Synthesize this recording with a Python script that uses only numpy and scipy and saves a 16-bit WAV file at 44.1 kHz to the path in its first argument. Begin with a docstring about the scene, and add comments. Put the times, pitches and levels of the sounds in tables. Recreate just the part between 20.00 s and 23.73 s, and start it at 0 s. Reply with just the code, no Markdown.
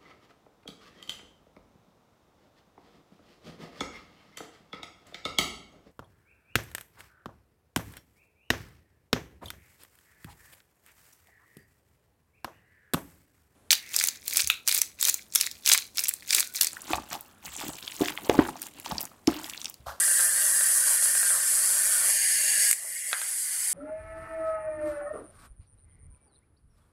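"""A clockwork toy runs in circles on a wooden table: gear clicks excite a bright hiss, shell and table modes.
Its wheels bump as it rolls, as decaying struck modes; at 2.1 s it rears up and the mode balance shifts.
At 2.7 s a sprung lever snaps, as noise cracks; a limiter ducks all sound and recovers slowly.
It tumbles and lands with a knock near 3.1 s, then whirrs on. Low noise gives a faint room tone throughout."""
import sys
import numpy as np
from scipy import signal
from scipy.fft import rfft, irfft
from scipy.io import wavfile
from scipy.ndimage import map_coordinates

SR = 44100
rng = np.random.default_rng(int(sys.argv[2]) if len(sys.argv) > 2 else 0)


def wav_record(signal):
    """Record a signal, one row per channel, as 16-bit PCM in the file named by sys.argv[1]."""
    frames = np.transpose(np.atleast_2d(signal))
    bounded = np.clip(frames, -1, 1)
    # unit amplitude maps onto the largest positive 16-bit level
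    quanta = np.round(bounded * 32767).astype(np.int16)
    wavfile.write(sys.argv[1], SR, quanta)


N = 164493

# Whirr loudness. Each row: time in seconds, rms of gear hiss in dB, level of shell ring in dB,
# level of table rumble in dB.
WHIRR_LEVELS = [(0.0, -22, -31.5, -41), (0.09, -20.5, -35, -48.5), (0.17, -23, -33, -51.5),
                (0.21, -20, -32, -42), (0.31, -25, -35.5, -47.5), (0.42, -22.5, -33, -45.5),
                (0.48, -22.5, -35.5, -45.5), (0.71, -22.5, -35.5, -47), (0.78, -20.5, -37, -44.5),
                (0.84, -23.5, -34.5, -45.5), (0.89, -20, -34.5, -41), (0.94, -21.5, -35, -43),
                (0.99, -26, -37.5, -48), (1.04, -19.5, -36, -46.5), (1.08, -23, -35.5, -46),
                (1.14, -24, -36, -50), (1.18, -21.5, -35.5, -46), (1.29, -24, -36, -50),
                (1.34, -23.5, -38, -39.5), (1.42, -26, -37, -45.5), (1.49, -22.5, -37.5, -46),
                (1.73, -23, -38.5, -45), (1.96, -22.5, -35, -44.5), (2.03, -24.5, -36, -41.5),
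                (2.09, -22, -35.5, -42.5), (2.19, -24.5, -33, -52.5), (2.36, -24, -32.5, -54),
                (2.41, -24.5, -33.5, -49.5), (2.56, -23.5, -31.5, -52.5), (2.67, -22, -32, -53.5),
                (2.81, -24, -36, -46), (2.85, -23, -35, -37), (2.93, -22.5, -29.5, -51),
                (3.02, -23.5, -28.5, -55.5), (3.12, -21, -30.5, -46), (3.17, -24, -32.5, -41),
                (3.26, -21, -33, -42), (3.31, -21.5, -36, -47.5), (3.42, -20.5, -38, -52),
                (3.46, -23, -37, -51.5), (3.66, -21.5, -34, -47.5), (3.73, -20.5, -38.5, -48)]
# Tooth rate of the fastest gear. Each row: time in seconds, rate in Hz.
TOOTH_RATE = [(0, 224.6), (.5, 208.6), (.85, 225.5), (1.3, 205), (1.6, 197.8), (2.0, 197.8), (2.2, 205.6),
              (2.5, 206), (2.7, 215), (2.9, 174), (3.25, 221.4), (3.73, 212.3)]
# Gear hiss spectrum. Each row: frequency in Hz, relative density in dB per Hz.
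GEAR_HISS_SPECTRUM = [(2240, -58), (3800, -26), (4540, -15), (5650, -14), (7110, -8.5), (7770, -3.5),
                      (9330, 0.5), (10800, -2), (13300, -16), (15600, -25)]
# Shell modes. Each row: frequency in Hz, width in Hz, relative level in dB when rolling, reared,
# in the air, after landing.
SHELL_MODES = [(1467, 58, -1, -18.5, -15, -1), (1574, 33, 0.5, -10.5, -11, -1.5),
               (1652, 24, -3.5, -1.5, -22, 0), (1768, 74, -1.5, -4, -4.5, 0.5),
               (1881, 54, -3.5, -7.5, -0.5, -2), (1999, 54, -7.5, -3.5, 6, 3), (2137, 78, -7, -9, -2, 3),
               (2380, 190, -9.5, -12, -10.5, -3.5), (2780, 64, -9.5, -8, -7, -9),
               (2940, 73, -21, -13.5, -18, -12), (3140, 550, -12, -18, -15.5, -6.5),
               (4200, 1100, -17, -24, -37, -13), (4670, 385, -9, -8, -13, -3),
               (5330, 28, -23.5, -7, -6, -17), (6680, 130, -4, -0.5, -4.5, 2)]
# Start level of each shell mode above its rolling level. 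Each entry: offset in dB.
SHELL_LIFT_DB = [-2, 7, 8, 6, 7, 4.5, -6, -3, 0.5, -2, 0, -5, -6, -2, -6]
# Table modes. Each row: frequency in Hz, width in Hz, relative level in dB when rolling, reared,
# in the air, after landing.
TABLE_MODES = [(400, 100, -24, -14.5, -13, -10.5), (596.6, 133, 0, -4.5, 3, -3),
               (612.3, 18, -8, 5.5, -24, -20), (774, 25, -1, 0, -3, 5), (803, 11, -52, 4, -22, -20),
               (931, 130, -4, -5.5, -7, 1.5), (1107, 107, 1.5, -6, -4, 0.5),
               (1294, 170, 2, -7.5, -7.5, 0.5)]
# Wheel bumps while rolling. Each row: start in seconds, peak of the modal ring in dB.
WHEEL_BUMPS = [(0.08, -20), (0.113, -22), (0.195, -17.5), (0.609, -18), (0.87, -32), (1.024, -25),
               (1.058, -23), (1.152, -18), (1.23, -18), (1.25, -26), (1.305, -20), (1.535, -30)]
# Shell hits on the table. Each row: start in seconds, peak of the modal ring in dB.
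SHELL_KNOCKS = [(3.115, -17.5), (3.1301, 3.5), (3.195, -21), (3.2163, -9), (3.226, -35), (3.241, -24)]
# Modes rung by a blow. Each row: frequency in Hz, mean relative level in dB, T60 in seconds.
STRUCK_MODES = [(200, 10, 0.018), (602, -3, 0.079), (740, 1, 0.027), (1050, -8, 0.026), (1420, 3, 0.064),
                (1590, 21, 0.048), (1700, 11, 0.013), (1930, 16, 0.027), (2310, 13, .012),
                (2520, 22, 0.0097), (3430, 24, .007), (3850, 21, 0.0085), (4470, 4, 0.0054),
                (6640, 0, .006)]
# Returns of each blow from nearby surfaces. Each row: delay in seconds, level in dB.
BLOW_RETURNS = [(.0056, -21), (.0112, -14.5)]
# Lever snaps. Each row: start in seconds, peak in dB.
LEVER_SNAPS = [(2.7117, 3), (2.729, 9), (2.7355, -7)]
# Snap spectrum. Each row: frequency in Hz, relative density in dB per Hz.
SNAP_SPECTRUM = [(290, -59), (500, -21.5), (954, -46), (1850, -7.5), (2360, -10.5), (3060, -22.5),
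                 (5670, -16), (7780, -0.5), (11600, -6), (15500, -25)]
# Room tone spectrum. Each row: frequency in Hz, relative density in dB per Hz.
ROOM_SPECTRUM = [(12, -38), (20, 3.5), (75, 1.5), (163, 2), (308, -3.5), (351, -2), (390, -4.5), (450, 0.5),
                 (580, -78), (990, -120)]

CONTACTS_PER_S, SIZE_SPREAD_DB, CHATTER_DB = 11000., 1.26, 0.46
TOOTH_DEPTH, TOOTH_JITTER = 0.23, 0.031  # shares
STRAND_WIDTH_HZ, STRAND_DB, STRAND_SWING_DB, STRAND_RATE_HZ = 87, -10, 6, 2.8
HISS_FLICKER_DB = 1.9
STRAND_GLIDE_SHARE, STRAND_GLIDE_HZ = 0.017, 2.9
ECHO_S, ECHO_SWING_S, ECHO_RATE_HZ, ECHO_DB = .0012, .00008, 2.25, -12
REAR_S, FLIP_S, LAND_S = 2.082, 2.8, 3.15  # rears up, leaves the table, lands
TURN_S = .045  # half of a posture change
SETTLE_S = 2.04
SHELL_PATCH_DB, TABLE_PATCH_DB = 1, 1
MODE_WAVER_SHARE, MODE_WAVER_HZ = .007, 3.0
BUMP_CUT_HZ, KNOCK_CUT_HZ, BLOW_HIGHPASS_HZ = 1100, 39000, 535
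CLATTER_HZ, CLATTER_WIDTH_HZ, CLATTER_DB, CLATTER_T60_S = 1520, 650, -22, 0.19
SNAP_RISE_S, SNAP_T60_S, SNAP_TAIL_DB, SNAP_TAIL_T60_S = 0.0007, 0.01, -22, 0.23
ROOM_DB = -62.5
CEILING_DB, ATTACK_S, RELEASE_DB_PER_S = -4, 0.0012, 7
CUTOFF_HZ = 15750


def contacts():
    """Dense uneven clicks of teeth and loose axles, swelling once per tooth."""
    rate_hz, = in_time(TOOTH_RATE)
    phase = 2 * np.pi * np.cumsum(rate_hz * (1 + TOOTH_JITTER * drift(25.8))) / SR
    sizes = from_db(SIZE_SPREAD_DB * np.minimum(rng.exponential(1, N), 6.5))
    sizes = sizes * rng.choice([-1, 1], N)
    hits = rng.random(N) < CONTACTS_PER_S / SR
    swell = 1 + TOOTH_DEPTH * np.sin(phase)
    return hits * sizes * swell * from_db(CHATTER_DB * drift(21))


def gear_hiss(clicks):
    """Broad rasp plus small gear-frame resonances that come, go and slide together as the toy turns."""
    strands = np.zeros(N)
    for hz in np.linspace(4300, 15300, 36) + rng.uniform(-100, 100, 36):
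        gain_db = STRAND_SWING_DB * drift(STRAND_RATE_HZ) + HISS_FLICKER_DB * drift(23)
        strands += from_db(gain_db) * resonance(clicks, hz, STRAND_WIDTH_HZ)
    strands = waver(rms_one(strands), STRAND_GLIDE_SHARE, STRAND_GLIDE_HZ)
    return coloured(rms_one(clicks) + from_db(STRAND_DB) * strands, GEAR_HISS_SPECTRUM)


def table_bounce(x):
    """Adds a table-top reflection; its path changes as the toy turns, sliding ridges through the treble."""
    lag = (ECHO_S + ECHO_SWING_S * drift(ECHO_RATE_HZ)) * SR
    return rms_one(x + from_db(ECHO_DB) * map_coordinates(x, [np.arange(N) - lag], order=3))


def body(clicks, modes, lift_db, patch_db, top_hz):
    """Click-driven modes, balanced by posture; nominal power of those under top_hz is held even."""
    t = np.arange(N) / SR
    at_s = [0, SETTLE_S, REAR_S - TURN_S, REAR_S + TURN_S,
            FLIP_S - TURN_S, FLIP_S + TURN_S, LAND_S - TURN_S, LAND_S + TURN_S]
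    out, power = np.zeros(N), np.zeros(N)
    for k, (up, (hz, width_hz, rolling, reared, air, landed)) in enumerate(zip(lift_db, modes)):
        levels_db = [rolling + up, rolling, rolling, reared, reared, air, air, landed]
        gain = from_db(np.interp(t, at_s, levels_db))
        power += gain ** 2 * width_hz * (hz < top_hz)
        # two wider passes give about the listed width
        ring = resonance(resonance(clicks, hz, 1.5 * width_hz), hz, 1.5 * width_hz)
        ring = waver(ring, MODE_WAVER_SHARE, MODE_WAVER_HZ)
        out += (-1) ** k * gain * from_db(patch_db * drift(5)) * ring
    return out / np.sqrt(power) / np.std(clicks) * np.sqrt(SR) / 2


def whirr():
    """Gear contacts heard as hiss, shell ring and table rumble, all from the same clicks."""
    hiss_db, shell_db, table_db = in_time(WHIRR_LEVELS)
    clicks = contacts()
    hiss = table_bounce(gear_hiss(clicks))
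    shell = body(clicks, SHELL_MODES, SHELL_LIFT_DB, SHELL_PATCH_DB, top_hz=4000)
    table = body(clicks, TABLE_MODES, np.zeros(len(TABLE_MODES)), TABLE_PATCH_DB, top_hz=4000)
    return from_db(hiss_db) * hiss + from_db(shell_db) * shell + from_db(table_db) * table


def blows(events, cut_hz):
    """Each blow rings the struck modes, echoes and clatters; a softer contact has a lower cut."""
    t, out = np.arange(SR // 5) / SR, np.zeros(N + SR)
    hz, db, t60_s = np.transpose(STRUCK_MODES)[:, :, None]
    softness = np.sqrt(1 + (hz / cut_hz) ** 4)
    for s, peak_db in events:
        chance_db = rng.normal(0, 1.5, (len(STRUCK_MODES), 1))
        partials = from_db(db + chance_db - 60 * t / t60_s) * np.sin(2 * np.pi * hz * t) / softness
        ring = partials.sum(axis=0)
        ring = ring / np.abs(ring).max()
        echoes = sum(from_db(echo_db) * np.roll(ring, int(delay_s * SR))
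                     for delay_s, echo_db in BLOW_RETURNS)
        noise = resonance(rng.standard_normal(len(t)), CLATTER_HZ, CLATTER_WIDTH_HZ)
        clatter = rms_one(resonance(noise, CLATTER_HZ, CLATTER_WIDTH_HZ))
        clatter = clatter * from_db(CLATTER_DB - 60 * t / CLATTER_T60_S)
        start = int(s * SR)
        out[start:start + len(t)] += from_db(peak_db) * (ring + echoes + clatter)
    highpass = signal.butter(3, BLOW_HIGHPASS_HZ, "high", fs=SR, output="sos")
    return signal.sosfilt(highpass, out[:N] + 1e-18)


def snaps():
    """Sprung lever: bright noise cracks with a fast decay and a weaker, slower rattle."""
    t, out = np.arange(SR // 5) / SR, np.zeros(N + SR)
    decay = from_db(-60 * t / SNAP_T60_S) + from_db(SNAP_TAIL_DB - 60 * t / SNAP_TAIL_T60_S)
    envelope = np.minimum(t / SNAP_RISE_S, 1) * decay
    for s, peak_db in LEVER_SNAPS:
        crack = coloured(rng.standard_normal(len(t)), SNAP_SPECTRUM) * envelope
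        start = int(s * SR)
        out[start:start + len(t)] += from_db(peak_db) * crack / np.abs(crack).max()
    return out[:N]


def room_tone():
    """Steady low noise of the room."""
    return from_db(ROOM_DB) * coloured(rng.standard_normal(N), ROOM_SPECTRUM)


def from_db(db):
    """Gain of a level in dB."""
    return 10 ** (np.asarray(db) / 20)


def rms_one(x):
    """Scaled to rms 1."""
    return x / np.sqrt(np.mean(x ** 2) + 1e-20)


def in_time(rows):
    """Columns of a curve, one value a sample."""
    s, *columns = np.transpose(rows)
    return [np.interp(np.arange(N) / SR, s, c) for c in columns]


def drift(rate_hz):
    """Slow random wander of rms 1: noise through a double pole, run at SR / 40."""
    r = np.exp(-80 * np.pi * rate_hz / SR)
    noise = rng.standard_normal(N // 40 + 2002)
    slow = signal.lfilter([1], [1, -2 * r, r * r], noise)[2000:]
    return np.interp(np.arange(N) / 40, np.arange(len(slow)), rms_one(slow))


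def waver(x, share, rate_hz):
    """Read at a wandering speed, so its pitch slides up and down."""
    speed = share * drift(rate_hz)
    place = np.arange(N) + np.cumsum(speed - speed.mean())
    return map_coordinates(x, [place], order=3, mode="mirror")


def coloured(x, spectrum):
    """Gives a flat signal the spectrum; rms 1."""
    hz, db = np.transpose(spectrum)
    grid_hz = np.maximum(np.arange(len(x) // 2 + 1) * SR / len(x), 1)
    gain = from_db(np.interp(np.log(grid_hz), np.log(hz), db))
    return rms_one(irfft(rfft(x) * gain, len(x)))


def resonance(x, hz, width_hz):
    """Two-pole band of gain about 1 at its top."""
    r = np.exp(-np.pi * width_hz / SR)
    feed = np.array([1, 0, -1]) * (1 - r * r) / 2
    return signal.lfilter(feed, [1, -2 * r * np.cos(2 * np.pi * hz / SR), r * r], x)


def scene():
    """Whirr, blows, snaps and room tone, in mono."""
    hits = blows(WHEEL_BUMPS, BUMP_CUT_HZ) + blows(SHELL_KNOCKS, KNOCK_CUT_HZ)
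    return (whirr() + hits + snaps() + room_tone())[None]


def record(dry):
    """Look-ahead limiter with fast attack and slow release in dB per second, then a steep lowpass."""
    fall_db = RELEASE_DB_PER_S * np.arange(N) / SR
    over_db = np.maximum(20 * np.log10(np.abs(dry[0]) + 1e-9) - CEILING_DB, 0)
    held_db = np.maximum.accumulate(np.where(over_db > 0, over_db + fall_db, -99)) - fall_db
    held_db = np.maximum(held_db, 0)
    r = np.exp(-1 / (max(ATTACK_S, 1e-4) * SR))
    ahead_db = np.roll(held_db, -int(ATTACK_S * SR) * 2)
    cut_db = signal.lfilter([1 - r], [1, -r], ahead_db)
    lowpass = signal.ellip(14, .5, 70, CUTOFF_HZ, fs=SR, output="sos")
    return signal.sosfilt(lowpass, dry * from_db(-cut_db))


dry = scene()
out = record(dry)
wav_record(out)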